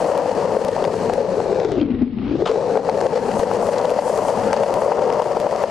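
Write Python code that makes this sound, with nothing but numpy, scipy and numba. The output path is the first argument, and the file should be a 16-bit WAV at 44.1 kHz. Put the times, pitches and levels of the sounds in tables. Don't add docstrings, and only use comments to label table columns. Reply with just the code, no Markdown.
import sys
import numpy as np
from scipy import signal
from scipy.io import wavfile
from scipy.ndimage import uniform_filter1d, map_coordinates
from numba import njit

SR = 44100
rng = np.random.default_rng(int(sys.argv[2]) if len(sys.argv) > 2 else 0)


def to_wav(s):
    ch = np.atleast_2d(s).T
    pcm = np.round(np.clip(ch, -1, 1) * 32767)
    wavfile.write(sys.argv[1], SR, pcm.astype(np.int16))


def convert_level_to_amplitude(level_db):
    exponent = np.asarray(level_db, float) / 20
    return 10 ** exponent


N = 251370


def ring(x, modes, twice=False):
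    out = 0
    for k, (hz, width, db) in enumerate(modes):
        b, a = signal.iirpeak(hz, hz / width, fs=SR)
        y = signal.lfilter(b, a, x)
        y = signal.lfilter(b, a, y) if twice else (-1) ** k * y
        out = out + convert_level_to_amplitude(db) * y
    return out


def level(x, db):
    return x * convert_level_to_amplitude(db) / np.sqrt(np.mean(x ** 2))


def walk(rate):
    k = int(SR / rate)
    steps = np.repeat(rng.standard_normal(N // k + 1), k)
    return 1.21 * uniform_filter1d(uniform_filter1d(steps, k), k)[:N]


def grains(share, spread_db):
    hit = rng.random(N) < share
    return hit * rng.standard_normal(N) * convert_level_to_amplitude(spread_db * np.minimum(rng.exponential(size=N), 4))


def add(track, s, db, shape):
    i = int(s * SR)
    part = track[i:i + len(shape)]
    part += (shape * convert_level_to_amplitude(db) / np.abs(shape).max())[:len(part)]


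# (speed lost [0-1],
# half-way before the slowest moment [s], half-way after it [s], steepness [exponent])
SLOWDOWNS = [(.17, .7, .65, 2.1), (.385, .33, .32, 5.5)]


def heard_speed(s):
    top_speed, slowest_s = 0.96, 2.07
    speed = top_speed
    for depth, before, after, steep in SLOWDOWNS:
        half_way = np.where(s < slowest_s, before, after)
        speed = speed - depth / (1 + (np.abs(s - slowest_s) / half_way) ** steep)
    return speed


def reel():
    return np.cumsum(heard_speed(np.arange(N) / SR))


def live_time(s):
    return np.interp(s, np.arange(N) / SR, reel() / SR)


def live(table):
    s, *columns = np.transpose(table)
    return (live_time(s), *columns)


def speeds(table):
    return heard_speed(np.transpose(table)[0])


def bursts(table, t60s, width, bodies, snap):
    t, out = np.arange(SR // 5) / SR, np.zeros(N)
    for s, db, hz, speed, t60, body in zip(*live(table)[:3], speeds(table), t60s, bodies):
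        noise = rng.standard_normal(len(t)) + snap * (t == 0)
        burst = noise * np.exp(-np.log(1000) * t / max(t60, .003))
        add(out, s, db, ring(burst, [(hz / speed, width, 0)] + body, twice=True))
    return out


# (frequency [Hz], width [Hz], level [dB])
STREET_BANDS = [(28.9, 41, -21), (85, 330, 7), (530, 290, 7), (920, 230, 11.5), (1730, 670, -11.5),
                (3560, 4700, -12.5)]


def street():
    return level(ring(rng.standard_normal(N), STREET_BANDS, twice=True), -41)


# (frequency [Hz], width [Hz], level [dB])
TRAFFIC_BANDS = [(40, 110, -11.5), (117.5, 36, 0.5), (216, 140, 3.5)]
# (time [s], level [dB])
TRAFFIC_SWELL = [(0, -41.5), (.35, -33.5), (.9, -32.5), (1.4, -34), (1.9, -32), (2.7, -37), (3.1, -32.5),
                 (3.6, -30), (4.1, -36), (4.5, -28), (4.9, -35.5), (5.7, -43)]


def traffic():
    drone = level(ring(rng.standard_normal(N), TRAFFIC_BANDS, twice=True), 0)
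    return drone * convert_level_to_amplitude(np.interp(np.arange(N) / SR, *live(TRAFFIC_SWELL)))


def far_wheels():
    take_off, landing, closest = live_time([1.83, 2.457, 4.14])
    t = np.arange(N) / SR
    in_air = uniform_filter1d(1. * ((t > take_off) & (t < landing)), SR // 40)
    closeness = np.exp(-(t - closest) ** 2)
    db = -50.5 + 9.5 * closeness - 5 * in_air + 3.1 * walk(30.37) + 1.1 * walk(3.03)
    both, apart = (level(ring(grains(0.25, spread_db=0.0), [(7640, 5900, 3)], twice=True), 0) * convert_level_to_amplitude(db)
                   for _ in range(2))
    return np.array([both, 0.55 * both + 0.7 * apart])


# (time [s], peak level [dB], heard pitch [Hz])
FAR_SQUEAKS = [(1.796, -19.5, 2700), (1.81, -18.5, 3260)]


def squeaks():
    length_s, rise, roughness = .0045, .2, 1.6
    t, out = np.arange(int(length_s * SR)) / SR, np.zeros(N)
    for s, db, hz, speed in zip(*live(FAR_SQUEAKS), speeds(FAR_SQUEAKS)):
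        rough = 1 + roughness * uniform_filter1d(rng.standard_normal(len(t)), size=8)
        glide = hz / speed * (1 + rise * (t / length_s - .5))
        whistle = np.sin(2 * np.pi * np.cumsum(glide) / SR)
        add(out, s, db, np.hanning(len(t)) * rough * whistle)
    return out


# (time [s], peak level [dB], heard pitch [Hz], t60 [s])
FAR_CLACKS = [(2.456, -17, 3340, 0.03), (2.4578, -18, 2600, 0.32), (2.4597, -8.5, 2980, 0.015),
              (2.463, -18, 2180, 0.026), (2.4682, -14, 2960, 0.033), (2.472, -13, 3300, 0.023),
              (2.4748, -13, 2470, 0.019), (2.477, -22.5, 3340, 0.069), (2.479, -26, 3490, 0.053),
              (2.487, -18, 2920, 0.049), (2.493, -19, 2400, 0.07), (2.504, -26, 2600, 0.13),
              (2.514, -14, 2220, 0.025), (2.52, -35, 2240, 0.23)]


def clacks():
    body = [(1410, 870, 9.0), (5370, 2900, -15)]
    return bursts(FAR_CLACKS, np.transpose(FAR_CLACKS)[3], 1840.0, [body] * len(FAR_CLACKS), snap=2.7)


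def far_board():
    return far_wheels() + clacks() + squeaks()


# (frequency [Hz], width [Hz], level [dB])
GRIT_BANDS = [(1933, 1066, 10), (2680, 1390, 3), (4800, 1580, 2.5), (5680, 3070, -3.5), (8880, 540, -6.5),
              (12700, 4700, -16.5)]


def grit(coarse_db, shake):
    patches = convert_level_to_amplitude(-40 + 0.51 * coarse_db + 0.57 * walk(24.79) + 1.15 * walk(70.)) * shake ** 0.39
    return [patches * level(ring(grains(.3, spread_db=3.0), bands, twice=True), 0)
            for bands in (GRIT_BANDS, GRIT_BANDS[:-2])]


def small_ticks():
    chance = rng.random((14, 3))
    s = chance[:, 0] * N / SR
    db = -34 + 3.7 * (2 * chance[:, 1] - 1)
    heard_hz = np.interp(chance[:, 2], [0, 1], [2700, 4900]) * heard_speed(s)
    return np.c_[s, db, heard_hz, 5.5 + 0 * s]


# (time [s], peak
# level [dB], heard pitch [Hz], truck body [dB], weight of the 1740 Hz band)
PEBBLES = [(0.2795, -39, 2830, 5), (0.6837, -23, 2850, -5), (0.841, -18.5, 2900, 3.5), (.715, -26, 2600, 0),
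           (.79, -27, 2200, 9), (.8505, -16.5, 4500, 5), (1.0965, -21, 3000, 8), (1.4, -34, 2500, 10),
           (1.6, -17, 3500, 6.5), (1.6483, -19, 3600, 6.5), (1.7855, -30.5, 2310, -3.5),
           (1.827, -24.5, 2900, 8), (1.905, -31, 2300, -7.5), (1.948, -35, 2100, -10),
           (2.186, -26.5, 2600, 8), (2.265, -31, 1000, -2), (2.7721, -13.5, 3000, 14),
           (2.832, -31, 2010, 7), (2.849, -27, 4300, 4), (2.869, -25.5, 2000, 9), (2.8958, -11, 4400, 7),
           (2.916, -26, 2400, 2), (2.945, -25, 2400, 12), (3.006, -21.5, 4300, 0), (3.0118, -17, 5370, 7),
           (3.026, -28, 2700, 4), (3.047, -36, 2700, 3), (3.067, -13.5, 5500, 12), (3.158, -23, 4500, 3),
           (3.173, -30.5, 2600, 5), (3.315, -22.5, 1800, 3), (3.783, -18.5, 4000, -12),
           (3.854, -20, 3210, -6), (3.8958, -21, 2820, -15), (3.992, -25, 5200, 2), (4.234, -25, 2700, 2),
           (4.2832, -25, 2730, -5), (4.301, -19.5, 4700, 1), (4.5128, -21, 2500, 8),
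           (4.5303, -6.5, 4860, 9), (4.538, -17, 2758, 5), (4.545, -29, 4500, 3), (4.565, -22, 4800, -4),
           (4.635, -10, 2620, 6), (4.82, -24, 2800, 5), (4.925, -15, 2000, 10), (5.1018, -16, 4900, 13),
           (5.126, -15, 4630, 6), (5.2195, -18.5, 3140, -6), (5.467, -34, 4900, -2),
           (5.561, -22.5, 4330, 8.5)]


def ticks():
    cracks = np.r_[PEBBLES, small_ticks()]
    bodies = [[(1090, 740, body_db + 5.5), (1740, 1300, body_db), (5200, 4100, -9.5)]
              for body_db in cracks[:, 3]]
    return bursts(cracks, [.009] * len(cracks), 1600.0, bodies, snap=3.5)


# (time [s], deck rumble [dB], coarseness [dB], lean to the higher main modes [dB])
ROAD = [(0, -20.5, -3, 4.5), (.15, -17.5, 3.5, 1.5), (.3, -21, 1, -0.5), (.5, -19.5, 1.5, 0),
        (.75, -20.5, 2.5, 3.5), (1., -23.5, 1.9, -3.5), (1.2, -18.5, -2.5, 0.5), (1.4, -20.5, -1.5, -0.5),
        (1.8, -19.5, 2.5, 0), (1.9, -16.5, 1.5, 0), (2.0, -19, -1.5, 5), (2.1, -21.5, -8.5, 6.5),
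        (2.17, -23.5, -5.5, 0), (2.3, -24, -3.5, 1.5), (2.5, -18.5, -0.8, 1), (2.8, -18.5, -0.5, 0.5),
        (3.2, -20, 2, -0.5), (3.7, -19.5, 4, -1), (4.2, -19.5, 4.5, -0.5), (4.6, -17.5, 5.5, -1.5),
        (4.85, -16, 1.5, 0), (5.1, -14.5, 5.5, -2), (5.3, -18.5, 0, 0.5), (5.7, -24.5, 3.5, 3.5)]


def road():
    s, *columns = live(ROAD)
    return [np.interp(np.arange(N) / SR, s, column) for column in columns]


# (frequency [Hz], width [Hz], level [dB])
DECK_MODES = [(216.5, 165, -18.5), (346.4, 45, -13), (481.4, 107, -1.5), (548, 125, 2), (611.8, 89.3, 1),
              (813, 159, -7), (989, 148, -5.5), (1355, 970, -17), (1855, 680, -20)]
STONE_PUSH = np.hanning(int(0.00069 * SR))


def rolling(rumble_db, lean_db):
    stones = np.convolve(grains(.09, spread_db=1.1) * convert_level_to_amplitude(0.97 * walk(50.)), STONE_PUSH)[:N]
    out = 0
    for k, mode in enumerate(DECK_MODES):
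        hz, gain_db = mode[0], 0
        if 400 < hz < 700:
            gain_db = 1.38 * walk(14.) + lean_db * np.tanh((hz - 564) / 60.)
        elif hz > 700:
            gain_db = -4
        out = out + (-1) ** k * ring(stones, [mode]) * convert_level_to_amplitude(gain_db)
    return level(out, 0) * convert_level_to_amplitude(rumble_db)


# (time [s], half-width to 1/e^4 of the depth [s], depth [dB])
RUMBLE_DIPS = [(0.703, 0.017, -4.5), (0.736, 0.019, -8), (0.771, 0.0098, -9), (2.038, 0.035, -3),
               (2.452, 0.012, -6), (2.47, .016, -1.5), (2.827, 0.037, -4), (3.226, 0.044, -2),
               (4.011, .024, -5), (4.124, .03, -0.5), (4.56, .014, -5), (4.656, 0.0092, -9),
               (4.94, 0.025, -2.5), (5.244, 0.036, -7), (5.506, .04, -1.5)]


def dips(knock_s):
    drop_s, hush, lull_db = 0.015, np.zeros(N), 0
    for s in knock_s:
        add(hush, max(s - drop_s, 0), 0, np.hanning(int(0.35 * drop_s * SR)))
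    for s, length, db in zip(*live(RUMBLE_DIPS)):
        lull_db = lull_db + db * np.exp(-(2 * (np.arange(N) / SR - s) / length) ** 2)
    return -2 * np.minimum(hush, 1) + lull_db


# (time [s], peak level [dB], heard judder [Hz],
# hard edge [dB], 4 dB below its rms relative to the judder)
STONE_KNOCKS = [(0.024, -13.5, 594, -14.5), (0.09, -21, 600, 0.5), (0.151, -15, 530, -1),
                (0.259, -10, 704, -11), (0.291, -10.5, 550, -16), (0.312, -11.5, 554, -21),
                (0.38, -17.5, 510, -18), (0.422, -14, 447, -13.5), (0.451, -6.5, 487, -20.5),
                (0.515, -16, 544, -10), (0.549, -11, 544, -6.5), (0.566, -3, 454, -20),
                (0.612, -8.5, 500, -26), (0.645, -16.5, 497, -13.5), (0.668, -19, 593, -10),
                (0.686, -9, 510, -16), (0.726, -12.5, 468, -31.5), (0.764, -13, 564, 13.5),
                (0.804, -17, 594, -13.5), (0.824, -10, 404, -17.5), (0.841, -14, 520, 2),
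                (0.851, -13, 511, -14), (0.877, -11.5, 470, -19), (0.94, -13.5, 500, -3),
                (1.007, -15.5, 527, -17.5), (1.052, -20, 441, -12), (1.097, -8, 527, 1),
                (1.131, -14.5, 530, -27), (1.179, -8, 532, -18.5), (1.21, -7, 480, -17.5),
                (1.246, -12, 450, -29), (1.313, -18, 446, -15.5), (1.39, -11, 524, -13.5),
                (1.401, -8.5, 480, 1), (1.466, -14.5, 500, -13), (1.508, -18, 447, -15),
                (1.526, -7, 424, -18.5), (1.585, -8, 412, -18.5), (1.615, -12, 537, -11),
                (1.649, -6, 402, -30), (1.717, -17, 398, -10), (1.739, -25.5, 360, -10),
                (1.778, -10.5, 231, -26), (1.859, -18, 229, -24.5), (2.019, -3.5, 242, -14),
                (2.163, -18, 228, -22), (2.309, -16, 288, -19.5), (2.352, -11.5, 255, -2),
                (2.398, -17, 418, -2), (2.42, -6.5, 403, -10), (2.461, -11, 453, 4.5),
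                (2.4735, -15.5, 470, -6), (2.492, -10.5, 430, -21), (2.514, -8.5, 495, -12),
                (2.537, -12, 443, -28), (2.556, -4, 435, -15.5), (2.661, -17, 484, -19),
                (2.754, -5, 430, -9), (2.835, -28, 514, 1), (2.888, -4.5, 494, -3), (2.896, -8.5, 520, 0.5),
                (2.985, -10.5, 555, -11), (3.024, -9.5, 472, -9), (3.037, -13, 500, -12),
                (3.05, -11, 515, -14.5), (3.06, -5.5, 474, -10), (3.158, -9, 527, -5.5),
                (3.174, -8.5, 565, -8), (3.313, -18.5, 517, -5.5), (3.368, -11, 558, -13.5),
                (3.397, -11.5, 550, -4), (3.431, -5.5, 503, -24), (3.488, -24.5, 560, -3),
                (3.513, -8, 498, -2), (3.547, -9.5, 530, -17), (3.59, -11.5, 610, -14),
                (3.626, -11, 530, -0.5), (3.663, -15, 556, -15), (3.688, -6, 595, -18.5),
                (3.738, -10, 573, -28.5), (3.798, -11.5, 645, -1.5), (3.848, -9.5, 595, -7.5),
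                (3.897, -19, 594, -22), (3.916, -6, 510, -18), (3.976, -15.5, 507, -11),
                (3.989, -1.5, 610, -9.5), (4.021, -16.5, 603, -1.5), (4.051, -16, 567, -17.5),
                (4.066, -15.5, 560, -17.5), (4.078, -12.5, 558, 6), (4.097, -6, 546, -19.5),
                (4.135, -12, 573, -20.5), (4.188, -13.5, 615, -4), (4.23, -18.5, 556, 1),
                (4.25, -13, 567, 6), (4.284, -9.5, 558, -7), (4.297, -7.5, 550, -12.5),
                (4.336, -20, 587, -25), (4.374, -13.5, 548, -4), (4.491, -18, 534, -9),
                (4.506, -11, 556, -12), (4.513, -15, 560, -4), (4.522, -15.5, 540, -10.5),
                (4.53, -7, 530, 4), (4.566, -8, 600, -6), (4.619, -8.5, 566, -16.5),
                (4.663, -10, 598, -19.5), (4.707, -14, 462, -6.5), (4.77, -12, 456, -7.5),
                (4.793, -18, 541, 4), (4.818, -5, 480, -3.5), (4.861, -9, 470, -13.5),
                (4.879, -12, 554, -7.5), (4.918, -0.5, 500, -5), (4.993, -12.5, 600, -14),
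                (5.019, -8, 550, -13.5), (5.043, -15, 476, -18), (5.101, -8.5, 506, -4.5),
                (5.126, -4.5, 500, -18.5), (5.197, -3.5, 550, -10), (5.219, -5.5, 548, -3),
                (5.258, -13.5, 495, 0.5), (5.281, -18, 560, 14), (5.312, -13, 530, -5.5),
                (5.368, -4.5, 468, -6.5), (5.433, -19, 470, -10.5), (5.466, -5.5, 636, -4.5),
                (5.526, -13, 532, -4), (5.618, -17, 547, 1), (5.637, -5, 520, -9), (1.2, -10, 520, -16),
                (1.828, -15, 287, -14.5), (2.768, -10.5, 533, 13), (2.773, -0.5, 544, -7),
                (2.798, -18.5, 547, -8), (2.5, -12, 470, 0), (2.7, -21.5, 670, 3), (3.067, -11, 498, -4),
                (3.012, -11.5, 540, 21), (4.54, -6.5, 560, -11.5), (5.2, -7, 680, -2),
                (4.634, -2.5, 610, -7.5)]


def knocks():
    t, out = np.arange(SR // 20) / SR, np.zeros(N)
    upper = [mode for mode in DECK_MODES if mode[0] > 700]
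    spike = np.exp(-np.abs(t - 0.00408) / 0.000097)
    edge = level(ring(np.convolve(spike, STONE_PUSH)[:len(t)], upper), 0)
    for s, peak_db, hz, edge_db, speed in zip(*live(STONE_KNOCKS), speeds(STONE_KNOCKS)):
        phase = 2 * np.pi * rng.random()
        shaking = t * np.exp(-t / 0.0018) * np.sin(2 * np.pi * hz / speed * t + phase)
        judder = level(ring(shaking, DECK_MODES), 0)
        add(out, max(s - .0042, 0), peak_db, judder + convert_level_to_amplitude(edge_db + 4.0) * edge)
    return out


def deck(rumble_db, coarse_db, lean_db):
    out = rolling(rumble_db, lean_db) * convert_level_to_amplitude(dips(live(STONE_KNOCKS)[0])) + knocks()
    high = signal.sosfiltfilt(signal.butter(2, 680, "high", fs=SR, output="sos"), out)
    return out + (convert_level_to_amplitude(0.75 * coarse_db) - 1) * high


def scene():
    rumble_db, coarse_db, lean_db = road()
    board = deck(rumble_db, coarse_db, lean_db)
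    shake = level(uniform_filter1d(np.abs(board), int(0.0048 * SR)), 0)
    hiss, right_hiss = grit(coarse_db, shake)
    near = board + ticks() + traffic()
    left = near + hiss
    right = convert_level_to_amplitude(-7) * (near + hiss + 0.75 * right_hiss) + street()
    return np.array([left, right]) * convert_level_to_amplitude(7.0) + far_board() * convert_level_to_amplitude(np.array([[2.2], [-2.8]]))


@njit
def duck(loud, top, slope, attack, release):
    gain, e = np.empty(len(loud)), top
    for i in range(len(loud)):
        e += (loud[i] - e) * (attack if loud[i] > e else release)
        gain[i] = (top / max(e, top)) ** slope
    return gain


# (time [s], jump [dB] before the gain of each side, settling time
# constant [ms])
WAVE_JUMPS = [(0.1774, -21, 0.088), (0.6493, -18.5, 0.31), (1.1369, -19, .3), (1.719, -22.5, 0.38),
              (2.0202, -30.5, 1.2), (2.684, -43, .1), (3.395, -19, 0.98), (3.669, -23.5, 0.073),
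              (3.904, -21, 0.11), (4.176, -20, .1), (4.4417, -33, .06), (4.7408, -16.5, 0.2),
              (5.1375, -27.5, 0.17), (5.4011, -20, 0.34), (5.63, -25, .08)]


def wave_clicks():
    jumps = np.zeros(N)
    for s, db, ms in zip(*live(WAVE_JUMPS)):
        add(jumps, s, db, -np.exp(-np.arange(SR // 40) / (max(ms, .02) * SR / 1000)))
    return jumps * convert_level_to_amplitude(np.array([[9.0], [2.5]]))


def low_pass(x):
    return signal.sosfilt(signal.butter(12, 14750, fs=SR, output="sos"), x)


def record(dry):
    gain = duck(np.abs(dry[0]), convert_level_to_amplitude(-14.0), 0.75, 1 / (0.0035 * SR), 1 / (.07 * SR))
    held = np.tanh(1.294 * dry * gain) / 1.292 + wave_clicks()
    held = signal.sosfilt(signal.butter(7, 13100, fs=SR, output="sos"), held)
    played = np.array([map_coordinates(side, [reel()], order=5, mode="nearest") for side in held])
    return low_pass(played)


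dry = scene()
out = record(dry)
to_wav(out)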